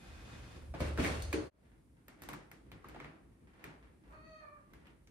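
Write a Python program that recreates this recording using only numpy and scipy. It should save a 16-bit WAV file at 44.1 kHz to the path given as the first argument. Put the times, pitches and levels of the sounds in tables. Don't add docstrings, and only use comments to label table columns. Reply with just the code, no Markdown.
import sys
import numpy as np
from scipy import signal
from scipy.fft import rfft, irfft, next_fast_len
from scipy.io import wavfile

SR = 44100
rng = np.random.default_rng(int(sys.argv[2]) if len(sys.argv) > 2 else 0)


def transcribe(signal):
    frames = np.atleast_2d(signal).T
    limited = np.clip(frames, -1, 1)
    pcm = np.round(limited * 32767).astype(np.int16)
    wavfile.write(sys.argv[1], SR, pcm)


N = 225306
TIME = np.arange(N) / SR


def amp(db):
    return 10 ** (np.asarray(db) / 20)


def unit(x):
    return x / np.sqrt(np.mean(x ** 2) + 1e-20)


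def read(points, hz):
    f, value = np.transpose(points)
    return np.interp(np.log(hz + 1), np.log(f + 1), value)


def add(mix, s, sound):
    part = mix[:, max(round(s * SR), 0):][:, :sound.shape[1]]
    part += sound[:, :part.shape[1]]


def colour(x, spectrum, size=4096):
    log_gain = np.log(amp(read(spectrum, abs(np.fft.fftfreq(size, 1 / SR)))))
    minimum_phase = np.exp(np.conj(signal.hilbert(log_gain)))
    taps = np.fft.ifft(minimum_phase).real[:size // 2]
    return signal.fftconvolve(x, taps[None], axes=1)[:, :x.shape[1]]


def resonate(x, hz, sharpness):
    return signal.lfilter(*signal.iirpeak(hz, sharpness, fs=SR), x)


def drift(rate_hz):
    hz = np.fft.rfftfreq(N, 1 / SR)
    return unit(irfft(rfft(rng.standard_normal(N)) / (1 + (hz / rate_hz) ** 4), N))


def strokes(rows, rise_db_per_s, fall_db_per_s):
    power = np.zeros(N)
    for s, length, db in rows:
        before_db = rise_db_per_s * np.maximum(s - TIME, 0)
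        after_db = fall_db_per_s * np.maximum(TIME - s - length, 0)
        power += amp(db - np.minimum(before_db + after_db, 120)) ** 2
    return np.sqrt(power)


# f/Hz, likeness
EAR_LIKENESS = [(130, 0.92), (290, 0.67), (640, 0.035), (15000, 0.066)]


def diffuse(count):
    size = next_fast_len(count)
    a, b = rfft(rng.standard_normal((2, size)))
    same = np.clip(read(EAR_LIKENESS, np.fft.rfftfreq(size, 1 / SR)), -1, 1)
    return irfft([a, same * a + np.sqrt(1 - same ** 2) * b], size)[:, :count]


# f/Hz, t60/s
ROOM_DECAY = [(100, 0.22), (400, 0.78), (2000, 0.48), (5000, 0.42), (9000, 0.31), (15000, 0.025)]


def room(wet_db, rise, direct=(1,), lag=10, damping=1):
    hz, t, z = signal.stft(diffuse(SR // 2), SR, nperseg=256)
    decay = amp(-60 * damping * t / read(ROOM_DECAY, hz)[:, None])
    tail = signal.istft(z * decay, SR, nperseg=256)[1]
    tail *= 1 - np.exp(-np.arange(tail.shape[1]) / SR / rise)
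    response = amp(wet_db) * tail / np.linalg.norm(tail[0])
    ears = np.array([np.pad(direct, (lag, 0)), np.pad(direct, (0, lag))])
    add(response, 0, ears / np.linalg.norm(direct))
    return response


def contact(db, spectrum, length, wet_db, rise, ring_hz=None, ring_db=4, ring_s=.022, sharpness=5,
            first=1, lag=10):
    t = np.arange(SR // 16) / SR
    slips = rng.choice([-1, 1], len(t)) * np.exp(-t / max(length, 1 / SR))
    slips[0] *= first
    sound = colour(room(wet_db, rise, slips, lag), spectrum)
    if ring_hz:
        ring = resonate(sound, ring_hz, sharpness)
        sound = sound + amp(ring_db) * ring * np.exp(-np.arange(ring.shape[1]) / SR / ring_s)
    return amp(db) * sound / np.std(sound[:, :SR // 33])


def friction(spectrum, grains_per_s, spread_db, grain_db):
    sizes = amp(spread_db * np.minimum(rng.exponential(1, N), 4)) * rng.choice([-1, 1], N)
    catches = sizes * (rng.random(N) < grains_per_s / SR)
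    grains = signal.fftconvolve(room(wet_db=4.5, rise=0.0005), catches[None], axes=1)[:, :N]
    return unit(colour(diffuse(N) + amp(grain_db) * unit(grains), spectrum))


# f/Hz, relative level/dB per Hz
AIR_SPECTRUM = [(25, -15), (60, 3), (200, -7), (620, -18.5), (2000, -33.5), (7000, -35), (9800, -28.5),
                (15500, -48)]


def air(level_db=-61):
    return amp(level_db) * unit(colour(diffuse(N), AIR_SPECTRUM))


# f/Hz, width/Hz, relative level/dB
BAR_MODES = [(58, 21, 7), (117.3, 10.2, 5)]
# t/s, length/s, shake level/dB before the hum and judder gains
BAR_TUGS = [(.08, 0.038, -49.5), (.24, 0.083, -52), (.38, 0.036, -48.5), (.57, 0.066, -49),
            (.7, 0.012, -43), (.82, 0.18, -38.5), (1.12, 0.18, -41), (1.36, 0.049, -47)]


def bar(hum_hz=73, waver=0.58, hum_db=-1, judder_db=-3, hard_db=-42):
    hz = np.fft.rfftfreq(N, 1 / SR)
    modes = sum(amp(db) / (1 + 2j * (hz - f) / width) ** 2 for f, width, db in BAR_MODES)
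    judder = unit(irfft(rfft(diffuse(N)) * modes, N))
    hum = unit(np.sin(2 * np.pi * hum_hz * TIME + waver * drift(22.0)))
    shake = strokes(BAR_TUGS, rise_db_per_s=346, fall_db_per_s=113)
    hard = np.minimum(shake / amp(hard_db), 1)
    return shake * (amp(hum_db) * np.sqrt(hard) * hum + amp(judder_db) * (1 - hard / 2) * judder)


# f/Hz, relative level/dB per Hz
CLOTH_SPECTRUM = [(100, -8.5), (200, -19), (400, -5), (600, -4), (2300, -8), (7000, -18.5), (15500, -36)]
# f/Hz, level/dB relative to the rubbing
CLOTH_WHINE = [(1556, -21), (2503, -15), (3523, -21)]
# t/s, length/s, rubbing level/dB
CLOTH_PULLS = [(0, 0.58, -59.5), (.29, 0.068, -58)]


def cloth(waver=.6):
    whine = 0
    for hz, db in CLOTH_WHINE:
        whine = whine + amp(db) * unit(np.sin(2 * np.pi * hz * TIME + waver * drift(33)))
    rub = friction(CLOTH_SPECTRUM, grains_per_s=1000, spread_db=2, grain_db=2.0)
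    return strokes(CLOTH_PULLS, rise_db_per_s=245, fall_db_per_s=114) * (rub + whine)


# f/Hz, relative level/dB per Hz
THUMP_SPECTRUM = [(40, -15.5), (90, -2), (160, 6.5), (200, -2), (310, 0.5), (470, -10.5), (1600, -55.5)]
# t/s, length/s, level/dB
BODY_BUMPS = [(.335, 0.02, -56), (.56, 0.016, -54)]


def bumps():
    thump = unit(colour(diffuse(N), THUMP_SPECTRUM))
    return strokes(BODY_BUMPS, rise_db_per_s=302, fall_db_per_s=162) * thump


# f/Hz, relative level/dB per Hz
CLAW_SPECTRUM = [(100, -2), (590, -8.5), (740, -11.5), (2020, -11.5), (2800, -15.5), (7000, -25.5),
                 (9300, -24.5), (15500, -41)]
# t/s, length/s, level/dB
CLAW_DRAGS = [(.808, 0.04, -46.5), (.995, 0.04, -40.5), (1.06, 0.007, -40.5)]


def claws():
    scrape = friction(CLAW_SPECTRUM, grains_per_s=430, spread_db=3.5, grain_db=4.0)
    return strokes(CLAW_DRAGS, rise_db_per_s=549, fall_db_per_s=61.5) * scrape


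# f/Hz, relative level/dB per Hz
WOOD_SPECTRUM = [(200, -17), (560, 12), (760, 1), (1100, 3), (2200, -1.5), (2900, -6), (4500, -12.5),
                 (15000, -33)]
# f/Hz, relative level/dB per Hz
CLAW_TICK_SPECTRUM = [(1500, -11), (3700, -9), (4400, 3), (5200, -8.5), (6550, -0.5), (7500, -13),
                      (8750, -1.5), (11800, -15.5), (16000, -1)]
# t/s, clack level/dB, thump level/dB, claw tick level/dB,
# ring f/Hz, gain of the ring resonance/dB
PAW_KICKS = [(0.622, -64.5, -80, -91, 990, -3), (0.739, -47.5, -48, -84.5, 840, 16),
             (0.747, -54, -64, -78.5, 1900, -3), (0.804, -39.5, -38, -54.5, 550, 6),
             (0.975, -43, -72, -59, 1500, 5), (0.985, -40, -32.5, -80.5, 454, 19.5),
             (0.996, -46, -43.5, -68.5, 2500, 12.5), (1.039, -41.5, -50.5, -50.5, 2560, 10.5),
             (1.047, -38.5, -43, -52, 2100, 23), (1.063, -44.5, -51, -52, 2020, 13),
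             (1.222, -70, -65, -48.5, 6600, 4), (1.328, -39.5, -54, -45.5, 2400, 8)]


def kicks():
    out = np.zeros((2, N))
    for s, clack_db, thump_db, tick_db, ring_hz, ring_db in PAW_KICKS:
        clack = contact(clack_db, WOOD_SPECTRUM, length=.008, wet_db=3.5, rise=.004,
                        ring_hz=ring_hz, ring_db=ring_db, lag=4)
        tick = contact(tick_db, CLAW_TICK_SPECTRUM, length=.005, wet_db=0, rise=.004)
        thump = contact(thump_db, THUMP_SPECTRUM, length=0.015, wet_db=-2.0, rise=0.0082)
        add(out, s, clack + tick + thump)
    return out


# f/Hz, level/dB relative to the blow, t60/s
CASE_MODES = [(140, -31, 0.48), (257, -5.5, 0.21), (307.5, -1.5, 0.28), (369.5, -2.5, 0.28),
              (438.4, -3, 0.2)]
# t/s, blow level/dB
PAW_LANDINGS = [(1.335, -29), (1.36, -29.5)]


def landing(rise=0.0078, thud_db=-14.5, thud_hz=355):
    t, out = np.arange(SR // 2) / SR, np.zeros((2, N))
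    for s, blow_db in PAW_LANDINGS:
        shared_phase = rng.random((len(CASE_MODES), 1, 1))
        phases = shared_phase + 0.11 * rng.standard_normal((len(CASE_MODES), 2, 1))
        ring = 0
        for (hz, db, t60), phase in zip(CASE_MODES, phases):
            decay = np.exp(-np.log(1000) * t / t60)
            ring = ring + amp(db) * decay * np.sin(2 * np.pi * (hz * t + phase))
        add(out, s, amp(blow_db) * ring * (1 - np.exp(-t / rise)))
        thud = contact(blow_db + thud_db, THUMP_SPECTRUM, length=.014, wet_db=2, rise=.006,
                       ring_hz=thud_hz, ring_db=17, ring_s=.2, sharpness=3)
        add(out, s, thud)
    return out


# f/Hz, relative level/dB per Hz
FABRIC_SPECTRUM = [(200, -2.5), (600, 1), (2200, -0.5), (2900, -8.5), (4500, -17), (15000, -39)]
# f/Hz, relative level/dB per Hz
HOLLOW_SPECTRUM = [(30, -16.5), (55, 8), (85, -5), (110, -3), (200, -4.5), (290, -5.5), (400, -11.5),
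                   (1500, -60)]
# t/s, length/s, wall heaving level/dB, fur brushing level/dB,
# levels before the second room's gain
TUNNEL_STEPS = [(1.643, 0.15, -61, -67.5), (2.05, 0.093, -60.5, -88), (2.24, 0.11, -51.5, -52),
                (2.666, 0.09, -48, -63.5), (2.893, 0.096, -49.5, -50.5), (3.21, 0.12, -54.5, -68.5),
                (3.433, 0.023, -52.5, -64), (3.652, 0.062, -54.5, -53.5), (3.86, 0.085, -56.5, -65),
                (4.056, 0.22, -53, -64.5), (4.743, 0.014, -50.5, -59.5), (4.815, 0.087, -57, -61)]


def tunnel(creep_heave_db=-58.5, creep_brush_db=-73, tube_hz=308, tube_db=-2):
    s, length, heave_db, brush_db = np.transpose(TUNNEL_STEPS)
    heave_steps = strokes(zip(s, length, heave_db), rise_db_per_s=190, fall_db_per_s=152)
    brush_steps = strokes(zip(s, length, brush_db), rise_db_per_s=113, fall_db_per_s=85)
    heave = np.hypot(heave_steps, amp(creep_heave_db))
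    brush = np.hypot(brush_steps, amp(creep_brush_db))
    wall = unit(colour(diffuse(N), HOLLOW_SPECTRUM))
    rub = friction(FABRIC_SPECTRUM, grains_per_s=130, spread_db=6, grain_db=7)
    hum = unit(resonate(diffuse(N), tube_hz, sharpness=6))
    return heave * wall + brush * (rub + amp(tube_db) * hum)


# f/Hz, relative level/dB per Hz
SNAP_TICK_SPECTRUM = [(1500, 0.5), (7000, -2.5), (11500, -3.5), (13600, 2.5), (16000, -3.5)]
# t/s, clack level/dB, tick level/dB, ring f/Hz, gain of the ring resonance/dB,
# levels before the second room's gain
FABRIC_SNAPS = [(2.082, -51, -54.5, 1770, 2), (2.22, -50.5, -49.5, 1800, 3), (2.236, -51.5, -53, 1830, -4),
                (2.288, -40, -45, 1030, 7), (2.332, -48, -52, 2530, 24), (2.337, -42.5, -55, 1110, 11.5),
                (2.515, -50, -54.5, 2070, 9), (2.717, -49, -60, 3730, 12.5), (2.844, -46.5, -73, 1160, 12),
                (2.886, -57, -56, 2220, 11), (2.946, -47, -80, 680, 12), (2.961, -46, -79, 830, 13),
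                (3.001, -43, -70, 2160, -6), (3.045, -45, -72, 2100, 2), (3.641, -42.5, -52.5, 2230, -1),
                (4.735, -54, -62.5, 2200, -20), (4.869, -58, -68, 2920, 24), (5.073, -62, -72, 6400, 28)]


def snaps(thump_db=-6):
    out = np.zeros((2, N))
    for s, clack_db, tick_db, ring_hz, ring_db in FABRIC_SNAPS:
        clack = contact(clack_db, FABRIC_SPECTRUM, length=.0035, wet_db=-0.5, rise=.004,
                        ring_hz=ring_hz, ring_db=ring_db, first=2, lag=5)
        tick = contact(tick_db, SNAP_TICK_SPECTRUM, length=.0028, wet_db=-2, rise=.003)
        thump = contact(clack_db + thump_db, THUMP_SPECTRUM, length=0.00065, wet_db=17.0, rise=0.0068)
        add(out, s, clack + tick + thump)
    return out


# t/s, pitch f/Hz, effort/dB (before throat, room and output gains), mouth opening 0-1
MEOW_GLIDE = [(4.03, 450, -71, 0), (4.08, 540, -63, 0), (4.125, 608, -61, .25), (4.16, 617, -58, .45),
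              (4.21, 630, -62, .7), (4.255, 639, -58.5, .9), (4.34, 628, -57, .9), (4.41, 616, -58, .7),
              (4.46, 589, -59.5, .1), (4.53, 584, -60.5, 0), (4.61, 520, -79, 0)]
# t/s, spread/s, added hoarseness
VOICE_CRACKS = [(4.11, 0.04, 0.75), (4.409, 0.009, 0.6), (4.58, 0.035, 0.6)]
# f/Hz, relative level/dB
THROAT_SPECTRUM = [(600, -1), (1230, -2), (1900, -8.5), (2520, -7.5), (3000, -22), (3850, -20), (4450, -5),
                   (5400, -42), (6350, -15), (7200, -38)]
# f/Hz, relative level/dB per Hz
HUSK_SPECTRUM = [(400, -18), (1000, -16), (1500, -9), (2600, -18), (6000, -9)]
HOARSE_OPEN, HOARSE_SHUT = .08, .25
VOICED_S, VOICING_S, ONSET_DB = 4.13, 0.05, -13
FUNDAMENTAL_SHUT_DB = -4
HUSK_DB, PARTIALS_WAVER_DB = -12, 1.5
OPPOSED_HZ, OPPOSED_DB = 1210, -1


def meow(shut_db=-18, soft_hz=2300, bright_hz=2000, rasp_db=-2, mouth_hz=1150, sweep_hz=550,
         width_hz=300, mouth_db=6, count=12):
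    s, *controls = np.transpose(MEOW_GLIDE)
    inside = (TIME > s[0]) & (TIME < s[-1])
    t = TIME[inside]
    arch, effort_db, mouth = (np.interp(t, s, control) for control in controls)
    mouth = np.clip(mouth, 0, 1)
    crack = sum(more * np.exp(-((t - at) / spread) ** 2) for at, spread, more in VOICE_CRACKS)
    hoarse = HOARSE_SHUT + (HOARSE_OPEN - HOARSE_SHUT) * mouth + crack
    pitch = arch * (1 + .011 * drift(45)[inside] + .05 * hoarse * drift(130)[inside])
    turns = np.cumsum(pitch) / SR
    k = np.arange(1, count + 1)[:, None]
    muffle_db = shut_db * (1 - mouth) * np.clip((k * pitch - soft_hz) / bright_hz, 0, 2)
    muffle_db += ONSET_DB * np.clip((VOICED_S - t) / VOICING_S, 0, 1) * (k > 1)
    muffle_db += FUNDAMENTAL_SHUT_DB * (1 - mouth) * (k == 1)
    vowel_db = mouth_db / (1 + ((k * pitch - mouth_hz - sweep_hz * mouth) / width_hz) ** 2)
    waver_db = PARTIALS_WAVER_DB * np.array([drift(25)[inside] for _ in k])
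    partials_db = read(THROAT_SPECTRUM, k * pitch) + muffle_db + vowel_db + waver_db
    voice = (amp(partials_db) * np.sin(2 * np.pi * k * turns)).sum(0)
    voice *= 1 + amp(rasp_db) * hoarse * drift(200)[inside] + crack * np.cos(np.pi * turns)
    husk = unit(colour(rng.standard_normal((1, len(t))), HUSK_SPECTRUM)[0])
    voice += amp(HUSK_DB) * hoarse ** 2 * husk
    voice *= amp(effort_db + drift(36)[inside])
    out = np.zeros((2, N))
    distance = room(wet_db=9, rise=.003, lag=18, damping=1.2)
    add(out, t[0], signal.fftconvolve(distance, voice[None], axes=1))
    side = resonate(out[0] - out[1], OPPOSED_HZ, 2) / 2
    return (out + amp(OPPOSED_DB) * np.array([side, -side])) * amp([[-7], [-5]])


def scene():
    first_room = bar() + cloth() + bumps() + claws() + kicks() + landing()
    second_room = tunnel() + snaps() + meow()
    return air() + first_room + second_room


CUT_S, FADE_OUT_S, FADE_IN_S, SECOND_ROOM_DB = 1.503, 0.034, 0.16, -8.5


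def record(dry, low_cut_hz=38, edge_hz=15700):
    low_cut = signal.butter(4, low_cut_hz, "high", fs=SR, output="sos")
    heard = signal.sosfilt(low_cut, dry)
    fade_out = np.clip((CUT_S - TIME) / FADE_OUT_S, 0, 1)
    fade_in = amp(SECOND_ROOM_DB) * np.clip((TIME - CUT_S) / FADE_IN_S, 0, 1)
    treble_limit = signal.firwin(511, edge_hz, window=("kaiser", 9), fs=SR)
    return signal.oaconvolve(heard * (fade_out + fade_in), treble_limit[None], "same")


dry = scene()
out = record(dry)
transcribe(out)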